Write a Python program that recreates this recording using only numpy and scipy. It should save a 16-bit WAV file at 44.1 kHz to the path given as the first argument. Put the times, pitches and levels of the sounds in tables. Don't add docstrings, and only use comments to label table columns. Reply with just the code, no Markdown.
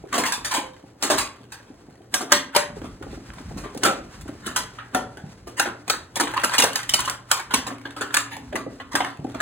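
import sys
import numpy as np
from scipy import signal
from scipy.fft import rfft, irfft, next_fast_len
from scipy.io import wavfile
from scipy.ndimage import uniform_filter1d, map_coordinates

SR = 44100
rng = np.random.default_rng(int(sys.argv[2]) if len(sys.argv) > 2 else 0)


def pcm_store(signal):
    levels = np.round(np.clip(np.atleast_2d(signal), -1, 1) * 32767)
    wavfile.write(sys.argv[1], SR, levels.astype(np.int16).T)


N = 414981

# freq_hz, density_db
AIR_SPECTRUM = [(20, -41.5), (30, -22.5), (48, -11.5), (90, 5), (180, -6), (300, 2.5), (500, -3),
                (1000, -13), (2000, -42.5), (5000, -35.5), (10000, -40.5), (16000, -43)]
# time_s, level_db
HUM_LEVEL = [(2.5, -59), (4.8, -52), (9.4, -52)]
# time_s, level_db
MOVEMENT_LEVEL = [(0.0, -54), (2.65, -62), (2.77, -44), (3.25, -51), (3.45, -45), (3.9, -48), (4.2, -48),
                  (6.47, -57.5), (6.73, -57), (6.94, -54), (9.3, -51.5)]
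# freq_hz, density_db
RUMBLE_SPECTRUM = [(18, -29.5), (30, -10.5), (45, -1), (60, -2.5), (100, -7), (200, -8), (600, -58)]
# freq_hz, density_db
RUSTLE_SPECTRUM = [(150, 2.5), (400, -1), (1500, 1), (3500, -9), (5200, -5.5), (8000, -12.5), (16000, -26)]
# time_s, level_db
PATTER_LEVEL = [(0, -25), (1.5, -42), (1.8, -25), (2.3, -31.5), (2.7, -33.5), (3.4, -38), (4.4, -27.5),
                (4.8, -45), (9.4, -47)]
# start_s, level_db, pitch_hz
CARPET_THUDS = [(.58, -17.5, 300), (2.767, -23, 426), (2.815, -23, 313), (2.841, -20, 271),
                (3.011, -23, 360), (3.034, -25, 122), (3.063, -20, 294), (3.129, -24.5, 396),
                (3.173, -25.5, 268), (3.37, -28.5, 214), (3.403, -25.5, 247), (3.508, -21, 215),
                (3.562, -23, 284), (3.656, -25, 400), (3.748, -21.5, 474), (3.764, -17.5, 260),
                (3.85, -13, 355), (4.289, -20.5, 288), (5.237, -22, 170), (8.009, -16.5, 414),
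                (8.545, -13.5, 384), (8.664, -17, 490), (8.674, -20.5, 270), (8.942, -13.5, 293),
                (9.191, -20.5, 155), (9.245, -12.5, 290), (9.353, -20.5, 261)]
# start_s, hollow_db, clank_db, crack_db, dent_hz, crush_s
BUCKLES = [(0.126, -29.5, -22.5, -27.5, 1140, 0.0038), (0.137, -19, -19, -21, 1104, 0.025),
           (.178, -18.5, -18.5, -20.5, 687, 0.0093), (.236, -40, -20.5, -27.5, 2120, .003),
           (0.254, -57, -22.5, -19.5, 1900, 0.031), (.321, -51, -24.5, -22, 1650, 0.0047),
           (0.446, -38, -23.5, -22, 1830, 0.011), (.51, -51.5, -22.5, -24, 1031, 0.014),
           (0.536, -28, -31, -20, 1145, .016), (1.024, -26.5, -22.5, -19.5, 828, .004),
           (1.031, -25, -25.5, -21, 1233, 0.011), (1.1, -21, -14.5, -17, 628, 0.005),
           (1.107, -22, -20, -19.5, 620, 0.011), (1.173, -50.5, -25.5, -30.5, 1147, 0.006),
           (1.181, -47.5, -19.5, -17.5, 1106, 0.007), (1.52, -62, -36.5, -34, 1605, 0.0059),
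           (2.14, -21.5, -18, -11, 1630, 0.0079), (2.207, -20.5, -21.5, -28.5, 1184, 0.021),
           (2.319, -17.5, -6.5, -7.5, 1584, 0.0079), (2.549, -28, -10.5, -20.5, 918, 0.008),
           (2.561, -19, -8, -9.5, 943, 0.0062), (3.571, -24, -28, -30, 1090, 0.07),
           (3.636, -26, -25, -46, 1175, 0.043), (3.833, -14.5, -16.5, -13.5, 1500, 0.005),
           (3.849, -11, -8, -14, 1342, 0.019), (4.461, -26.5, -25.5, -27, 3010, 0.012),
           (4.561, -30, -17.5, -16, 1507, 0.0056), (4.786, -53, -28.5, -57, 1260, .002),
           (4.947, -17, -16.5, -21.5, 1350, 0.0028), (5.171, -32.5, -35, -44.5, 1514, 0.0034),
           (5.47, -27.5, -34.5, -34, 1194, 0.016), (5.596, -18.5, -12, -10, 1420, 0.0045),
           (5.655, -16, -20.5, -37, 1470, 0.023), (5.879, -25, -27.5, -30, 2450, 0.0061),
           (5.8978, -21.5, -13, -11.5, 1304, 0.0062), (5.936, -33, -24, -45, 1396, 0.0061),
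           (6.157, -29.5, -28, -23, 3410, 0.0075), (6.165, -24, -22, -22, 930, 0.011),
           (6.198, -10, -12, -12, 950, 0.016), (6.27, -43, -20.5, -62, 990, .003),
           (6.336, -31, -21.5, -33.5, 905, 0.01), (6.364, -30.5, -17.5, -47, 990, 0.0088),
           (6.376, -35.5, -15.5, -42.5, 1017, 0.0033), (6.435, -23, -10.5, -13.5, 1590, 0.012),
           (6.518, -35, -22, -36.5, 990, 0.0031), (6.533, -39, -14, -19.5, 2450, 0.032),
           (6.581, -16, -14, -7.5, 2876, 0.011), (6.596, -19, -13.5, -10, 970, 0.01),
           (6.621, -28.5, -15, -9.5, 2765, 0.0084), (6.636, -16, -13, -12, 537, 0.0064),
           (6.731, -54, -44, -28, 2920, 0.0024), (6.756, -60, -17.5, -14, 1750, 0.0045),
           (6.831, -68, -31, -33.5, 1920, 0.0024), (6.893, -45, -29.5, -15.5, 3030, 0.0026),
           (6.937, -21, -18, -6.5, 2980, 0.0063), (6.991, -31, -19.5, -22, 1005, 0.0061),
           (7.003, -56, -33.5, -19.5, 3170, 0.0023), (7.052, -49, -29.5, -24, 2910, 0.0084),
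           (7.076, -26.5, -14, -26.5, 1058, 0.012), (7.097, -33, -24, -21, 1050, 0.0013),
           (7.313, -32, -12, -9.5, 1415, 0.0048), (7.371, -61, -28, -30, 3570, 0.0084),
           (7.395, -41, -22.5, -30, 2260, 0.0075), (7.507, -37, -20, -38.5, 1437, 0.019),
           (7.538, -14, -10.5, -9, 1072, 0.0083), (7.665, -22, -22, -25.5, 1043, 0.023),
           (7.702, -27.5, -26, -49, 1110, 0.014), (7.853, -30, -25.5, -72, 1620, 0.0095),
           (7.964, -29, -24, -33, 1295, 0.028), (8.009, -29, -15.5, -25.5, 1483, 0.024),
           (8.106, -54, -29.5, -53, 1680, 0.0019), (8.141, -27.5, -11.5, -11, 1720, 0.0069),
           (8.167, -36, -11, -11, 1740, 0.0057), (8.203, -48, -31, -28.5, 1740, 0.0047),
           (8.365, -30.5, -38, -37.5, 1090, 0.0032), (8.526, -24, -30.5, -47.5, 604, .004),
           (8.555, -22, -18, -24, 1975, 0.0093), (8.799, -36.5, -26.5, -59, 1966, 0.02),
           (8.952, -19.5, -11.5, -14.5, 1586, 0.0076), (9.004, -25.5, -13.5, -33, 746, 0.0017),
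           (9.046, -54, -24, -39, 2160, 0.0025), (9.344, -32.5, -24.5, -42, 646, 0.015),
           (9.402, -31, -13, -27.5, 1680, 0.011)]
# freq_hz, density_db
HOLLOW_SPECTRUM = [(70, -33.5), (170, -12), (260, 3.5), (420, -2), (620, -2.5), (800, -1.5), (1200, -39.5),
                   (3000, -68)]
# freq_hz, density_db
CLANK_SPECTRUM = [(250, -32), (560, -61.5), (800, 2.5), (1100, 5), (1700, 4), (2200, -5), (3200, -5),
                  (8000, -32.5)]
# freq_hz, density_db
CRACK_SPECTRUM = [(800, -108), (1800, -2), (2600, -3), (4200, -1), (5500, -0.5), (7500, -2), (10500, -4.5),
                  (13000, -8.5), (15600, -10.5), (16500, -14)]
# pitch_hz, level_db, t60_s
SHELL_MODES = [(574, -5.5, 0.3), (749, -1.5, 0.12), (913, -10.5, 0.51), (1030, -0.5, 0.21),
               (1145, -15.5, 0.39), (1460, -9, 0.048), (1650, -11, 0.058), (2200, -27, .15),
               (2750, -24.5, 0.18), (2850, -30, 0.17), (3230, -16.5, .18), (4500, -28, .12),
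               (4730, -24.5, 0.13), (6850, -9.5, .12), (7460, -31.5, .12)]
# time_s, gain_db
CAVITY_GAIN = [(0, -69), (2.2, -23.5), (3.8, -42), (5, -39), (7.55, -26), (7.7, -14.5)]
# freq_hz, unevenness_factor
WALL_UNEVENNESS = [(300, 0.29), (1200, 5.2), (3500, 3.2), (7000, 6.9), (15000, 0.61)]
# time_s, wet_db
DISTANCE_WET = [(1.5, 4), (2.5, -3.5), (4.5, 1.5), (6, -4), (9.4, -3.5)]
# time_s, level_db
CHEW_EFFORT = [(0, -72), (.11, -52), (.17, -38), (.55, -44.5), (.7, -53.5), (.98, -74), (1.08, -35),
               (1.2, -34.5), (1.35, -56), (5.2, -82.5), (6.1, -73), (6.2, -32), (6.6, -31.5), (6.8, -35.5),
               (7.08, -31), (7.2, -66), (8, -41), (8.7, -85), (9.05, -42), (9.2, -50)]
# peak_s, level_db, half_width_s (at half height)
SHOVES = [(0.273, -33, .028), (0.555, -26.5, 0.037), (2.852, -40.5, 0.013), (3.119, -47.5, 0.011),
          (4.478, -36.5, 0.036), (5.587, -28.5, 0.012), (6.543, -21, 0.013), (8.333, -34, 0.017),
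          (8.933, -30.5, 0.012), (9.072, -38, 0.027)]
# start_s, level_db, favoured_hz, damping_factor
CAN_FALLS = [(.575, -26, 850, 1.4), (.635, -33, 517, .5), (1.102, -17, 600, 1.7), (2.14, -22, 735, .7),
             (2.321, -13, 590, 1.6), (2.563, -7, 587, 1.15), (3.853, -17, 600, 1.8), (4.95, -13, 750, .65),
             (9.005, -19, 1030, 1.7)]
# start_s, body_db, crack_db, pitch_hz, t60_s
CLOSE_TICKS = [(2.816, -34.5, -46, 1560, 0.028), (2.852, -48, -53, 1175, .04),
               (3.024, -32.5, -42.5, 1460, 0.059), (3.303, -27.5, -64.5, 2100, .01),
               (3.334, -41, -42.5, 1050, .05), (3.382, -32.5, -55, 1310, .04),
               (3.747, -43, -34, 900, 0.021), (3.774, -39.5, -29.5, 1120, 0.033),
               (4.209, -41.5, -37, 1300, 0.065), (4.277, -36, -42.5, 1500, 0.088)]
# freq_hz, t60_s
ROOM_DECAY = [(150, 0.51), (400, 0.39), (1100, 0.37), (3000, 0.31), (7500, 0.24), (15000, 0.18)]
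# freq_hz, likeness (0-1)
PORT_LIKENESS = [(60, .97), (250, 1), (600, 0.72), (1500, 0.61), (2500, 0.22), (3900, 0.33), (5000, 0.87),
                 (7000, 1), (8300, 0.93), (10500, 0.91), (12400, 1), (14500, 0.38)]
# freq_hz, lead_rad
LEFT_LEAD = [(0, 0), (300, -.2), (900, -.75), (2000, 0), (3000, .1), (4000, 1.5), (5100, 3.14), (7800, 6.1),
             (9000, 6.4), (12400, 9.42), (15800, 12.5)]


def amp(db):
    return 10 ** (np.asarray(db) / 20)


def unit(x):
    return x / np.sqrt(np.mean(x ** 2) + 1e-20)


def at(points, x):
    return np.interp(x, *np.transpose(points))


def along(points, hz):
    freqs, values = np.transpose(points)
    return np.interp(np.log(hz + 1), np.log(freqs + 1), values)


def filtered(x, response):
    n = x.shape[-1]
    size = next_fast_len(n + 4096)
    return irfft(rfft(x, size) * response(np.fft.rfftfreq(size, 1 / SR)), size)[..., :n]


def noise(spectrum, n):
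    return unit(filtered(rng.standard_normal((2, n)), lambda hz: amp(along(spectrum, hz))))


def grit(n, depth_db, size):
    return unit(amp(depth_db * unit(uniform_filter1d(rng.standard_normal(n), size=size))))


def fade(t, t60):
    return np.exp(-np.log(1000) * t / max(t60, .004))


def ring(t, hz, t60):
    phase = 2 * np.pi * rng.random() + np.pi / 2 * np.array([[0], [rng.choice([-1, 1])]])
    return np.sin(2 * np.pi * hz * t + phase) * fade(t, t60)


def add(track, start_s, sound):
    start = max(round(start_s * SR), 0)
    part = track[:, start:start + sound.shape[1]]
    part += sound[:, :part.shape[1]]


def contacts(per_s, effort, scatter_db=5, detune=0.18):
    jitter, softness, tune = rng.standard_normal((100, 3)).T
    times = (np.arange(len(jitter)) + .5 + .3 * jitter) / per_s
    level_db = at(effort, times) - scatter_db * softness
    return np.transpose([times, level_db, np.exp(detune * tune)])[times < N / SR]


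def in_room(sound, wet_db, all_round=None, build_s=0.00052):
    hz, t, bands = signal.stft(rng.standard_normal((2, SR // 2)), SR, nperseg=256)
    decay = np.exp(-np.log(1000) * t / along(ROOM_DECAY, hz)[:, None])
    tail = signal.istft(bands * decay, SR, nperseg=256)[1]
    tail *= 1 - np.exp(-(np.arange(tail.shape[1]) / SR / build_s) ** 2)
    size = next_fast_len(sound.shape[1] + tail.shape[1])
    a, b = rfft(sound if all_round is None else all_round, size)
    tail_a, tail_b = rfft(tail / np.linalg.norm(tail), size)
    mixed = np.array([a * tail_a + b * tail_b, a * tail_b - b * tail_a])
    heard = amp(wet_db) * irfft(mixed, size)
    heard[:, :sound.shape[1]] += sound
    return heard


def room_tone_and_movement(air_db=-53, hum_hz=118, rustle_db=-55):
    t = np.arange(N) / SR
    waver = unit(filtered(rng.standard_normal((2, N)), lambda hz: 1 / (1 + ((hz - hum_hz) / 5) ** 2)))
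    hum = amp(at(HUM_LEVEL, t)) * unit(waver + np.sin(2 * np.pi * hum_hz * t))
    moving_db = at(MOVEMENT_LEVEL, t)
    rumble = amp(moving_db + 3) * noise(RUMBLE_SPECTRUM, N) * grit(N, depth_db=5.5, size=5000)
    rustle_gain = amp(rustle_db + 0.88 * (moving_db - moving_db.mean()))
    rustle = rustle_gain * noise(RUSTLE_SPECTRUM, N) * grit(N, depth_db=3, size=1800)
    return amp(air_db) * noise(AIR_SPECTRUM, N) + hum + rumble + rustle


def carpet_thuds(steps_per_s=8, step_hz=252, attack_s=0.0036, scuff_db=-14):
    track, t = np.zeros((2, N)), np.arange(SR // 5) / SR
    steps = [(s, db, step_hz * tune) for s, db, tune in contacts(steps_per_s, PATTER_LEVEL)]
    rise = 1 - np.exp(-(t / attack_s) ** 2)
    for start_s, level_db, pitch_hz in CARPET_THUDS + steps:
        push = ring(t, pitch_hz, t60=0.022)
        scuff = amp(scuff_db) * noise(HOLLOW_SPECTRUM, len(t)) * fade(t, t60=0.038)
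        add(track, start_s, amp(level_db + 8) * (push + scuff) * rise)
    return in_room(track, wet_db=-4.5)[:, :N]


def dented(x, depth_db, step_hz=330, size=2048):
    hz = np.fft.rfftfreq(size, 1 / SR)
    bumps = along(WALL_UNEVENNESS, hz) * map_coordinates(rng.standard_normal(size), [hz / step_hz])
    cepstrum = irfft(np.log(amp(depth_db * np.tanh(bumps))))
    cepstrum[1:size // 2] *= 2
    cepstrum[size // 2:] = 0
    wall = irfft(np.exp(rfft(cepstrum)))
    coloured = signal.fftconvolve(x, wall[None], axes=1)[:, :x.shape[1]]
    return coloured * np.linalg.norm(x) / np.linalg.norm(coloured)


def shell(t, damping, scatter_db, detune, modes=SHELL_MODES):
    return sum(amp(db + rng.normal(0, scatter_db)) * ring(t, hz * rng.normal(1, detune), t60 / damping)
               for hz, db, t60 in modes)


def can_buckles(cavity_hz=278, snap_t60=0.041, tighten=0.13, smear=0.12):
    track, t = np.zeros((2, N)), np.arange(SR * 2 // 5) / SR
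    n, lead = SR // 8, SR // 25
    mean_wet_db = np.mean(DISTANCE_WET, axis=0)[1]
    for start_s, hollow_db, clank_db, crack_db, dent_hz, crush_s in BUCKLES:
        wet_db = at(DISTANCE_WET, start_s)
        t60 = snap_t60 * amp(smear * (wet_db - mean_wet_db) - tighten * (clank_db + 6))
        t60 *= (1260 / dent_hz) ** 0.19
        hollow = amp(hollow_db - 1.26) * noise(HOLLOW_SPECTRUM, n)
        clank = amp(clank_db - 2) * noise(CLANK_SPECTRUM, n)
        crack = amp(crack_db + 1.5) * noise(CRACK_SPECTRUM, n) * grit(n, depth_db=3.5, size=22)
        spread = (1 + crush_s / 0.0038) ** -.5
        running = fade(np.minimum(t[:n], crush_s), t60=0.19)
        crush = amp(0.5) * spread * running * grit(n, depth_db=1.75, size=90)
        after = np.maximum(t[:n] - crush_s, 0)
        dying = fade(after, t60)
        burst = crush * (hollow * dying + clank * fade(after, t60 * 1.03)
                         + crack * fade(after, t60 * 0.35))
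        pop_db = along([(2000, clank_db), (2900, crack_db - 0.5)], dent_hz)
        pop = spread * amp(pop_db + 2) * ring(t[:n], dent_hz, t60=0.13) * dying
        cavity_gain = amp(hollow_db + at(CAVITY_GAIN, start_s))
        body = cavity_gain * ring(t, cavity_hz * rng.normal(1, 0.0348), t60=1.0)
        held_shell = shell(t[:n], damping=3.9, scatter_db=0.5, detune=0.043)
        body[:, :n] += amp(clank_db - 18) * held_shell
        swell = fade(t[:lead], t60=0.069)[::-1]
        strain = amp(-16) * spread * (hollow + clank + amp(-9.5) * crack)[:, -lead:] * swell
        rise = 1 - np.exp(-t / (0.0005 + 0.04 * crush_s))
        facing = dented(burst, depth_db=5.5) + pop
        all_round = dented(burst, depth_db=3) + amp(-4) * pop
        walls = [np.pad(wall, ((0, 0), (0, len(t) - n))) for wall in (facing, all_round)]
        to_microphone, to_room = [np.hstack([strain, (body + wall) * rise]) for wall in walls]
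        add(track, start_s - lead / SR, in_room(to_microphone, wet_db, to_room))
    return track


def can_crinkles(per_s=70, typical_hz=2427, t60=0.021, scatter_db=8):
    track, t = np.zeros((2, N)), np.arange(SR // 40) / SR
    rough = amp(-6) * noise(CRACK_SPECTRUM, N + len(t)) + amp(-2) * noise(CLANK_SPECTRUM, N + len(t))
    for when, strength, tune in rng.uniform(-1, 1, (int(per_s * N / SR), 3)):
        start_s = (when + 1) / 2 * N / SR
        level_db = at(CHEW_EFFORT, start_s) - 0.5 + scatter_db * strength
        ping = ring(t, typical_hz * 1.9 ** tune, t60)
        snap = rough[:, int(start_s * SR):][:, :len(t)] * fade(t, t60)
        add(track, start_s, amp(level_db) * (ping + snap))
    return in_room(track, wet_db=-4)[:, :N]


def can_scrapes(rubs_per_s=8, rub_db=-9.5, rub_half_s=0.014):
    track = np.zeros((2, N))
    rubs = [(s, db + rub_db, rub_half_s / tune) for s, db, tune in contacts(rubs_per_s, CHEW_EFFORT)]
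    for peak_s, level_db, half_width_s in SHOVES + rubs:
        n = int(4 * half_width_s * SR)
        edge = amp(-5 + 0.19 * (level_db + 20)) * noise(CRACK_SPECTRUM, n)
        body = noise(CLANK_SPECTRUM, n) + amp(-14) * noise(HOLLOW_SPECTRUM, n) + edge
        grains = dented(body * grit(n, depth_db=3.5, size=110), depth_db=9)
        scrape = amp(level_db - 1.5) * grains * np.hanning(n)
        add(track, peak_s - 2 * half_width_s, in_room(scrape, wet_db=-2.5))
    return track


def can_drops(attack_s=0.00073, soft_hz=1250, others_db=-12):
    track, t = np.zeros((2, N)), np.arange(SR // 2) / SR
    rise = 1 - np.exp(-t / attack_s)
    for start_s, level_db, favoured_hz, damping in CAN_FALLS:
        nearest_hz = min((hz for hz, _, _ in SHELL_MODES), key=lambda hz: abs(hz - favoured_hz))
        tune = favoured_hz / nearest_hz
        modes = [(tune * hz, db + (0 if hz == nearest_hz else others_db), t60)
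                 for hz, db, t60 in SHELL_MODES]
        bong = amp(level_db) * shell(t, damping, scatter_db=2, detune=0.0037, modes=modes) * rise
        softened = filtered(bong, lambda hz: 1 / (1 + 1j * hz / soft_hz) ** 2)
        add(track, start_s, in_room(softened, wet_db=-8.5))
    return track


def claw_ticks(ping_db=-2):
    track, t = np.zeros((2, N)), np.arange(SR // 10) / SR
    for start_s, body_db, crack_db, pitch_hz, t60 in CLOSE_TICKS:
        body = noise(CLANK_SPECTRUM, len(t)) + amp(ping_db) * ring(t, pitch_hz, t60)
        tick = amp(body_db) * body + amp(crack_db) * noise(CRACK_SPECTRUM, len(t))
        rise = 1 - np.exp(-t / (0.04 * t60))
        add(track, start_s, in_room(tick * rise * fade(t, t60), wet_db=-6))
    return track


def muzzle_tone(peak_s=8.6, length_s=0.8, pitch_hz=249, level_db=-42):
    track, t = np.zeros((2, N)), np.arange(int(length_s * SR)) / SR
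    tone = amp(level_db) * np.hanning(len(t)) * np.sin(2 * np.pi * pitch_hz * t)
    add(track, peak_s - length_s / 2, tone[None])
    return track


def scene():
    can = can_buckles() + can_drops() + can_crinkles() + can_scrapes() + muzzle_tone()
    paths = can + claw_ticks() + carpet_thuds() + room_tone_and_movement()
    turn = lambda hz: np.arccos(np.clip(along(PORT_LIKENESS, hz), 0, 1)) / 2
    common, apart = filtered(paths, lambda hz: np.array([np.cos(turn(hz)), np.sin(turn(hz))]))
    ports = np.array([common + apart, common - apart])
    return filtered(ports, lambda hz: np.exp(.5j * at(LEFT_LEAD, hz) * np.array([[1], [-1]])))


def record(dry):
    ceiling, low_cut_hz, top_hz = .9, 38, 15950
    rounded = dry / (1 + np.abs(dry / ceiling) ** 6) ** (1 / 6)
    return filtered(rounded, lambda hz: (hz < top_hz) * (1 - 1 / (1 + (hz / low_cut_hz) ** 6)))


dry = scene()
out = record(dry)
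pcm_store(out)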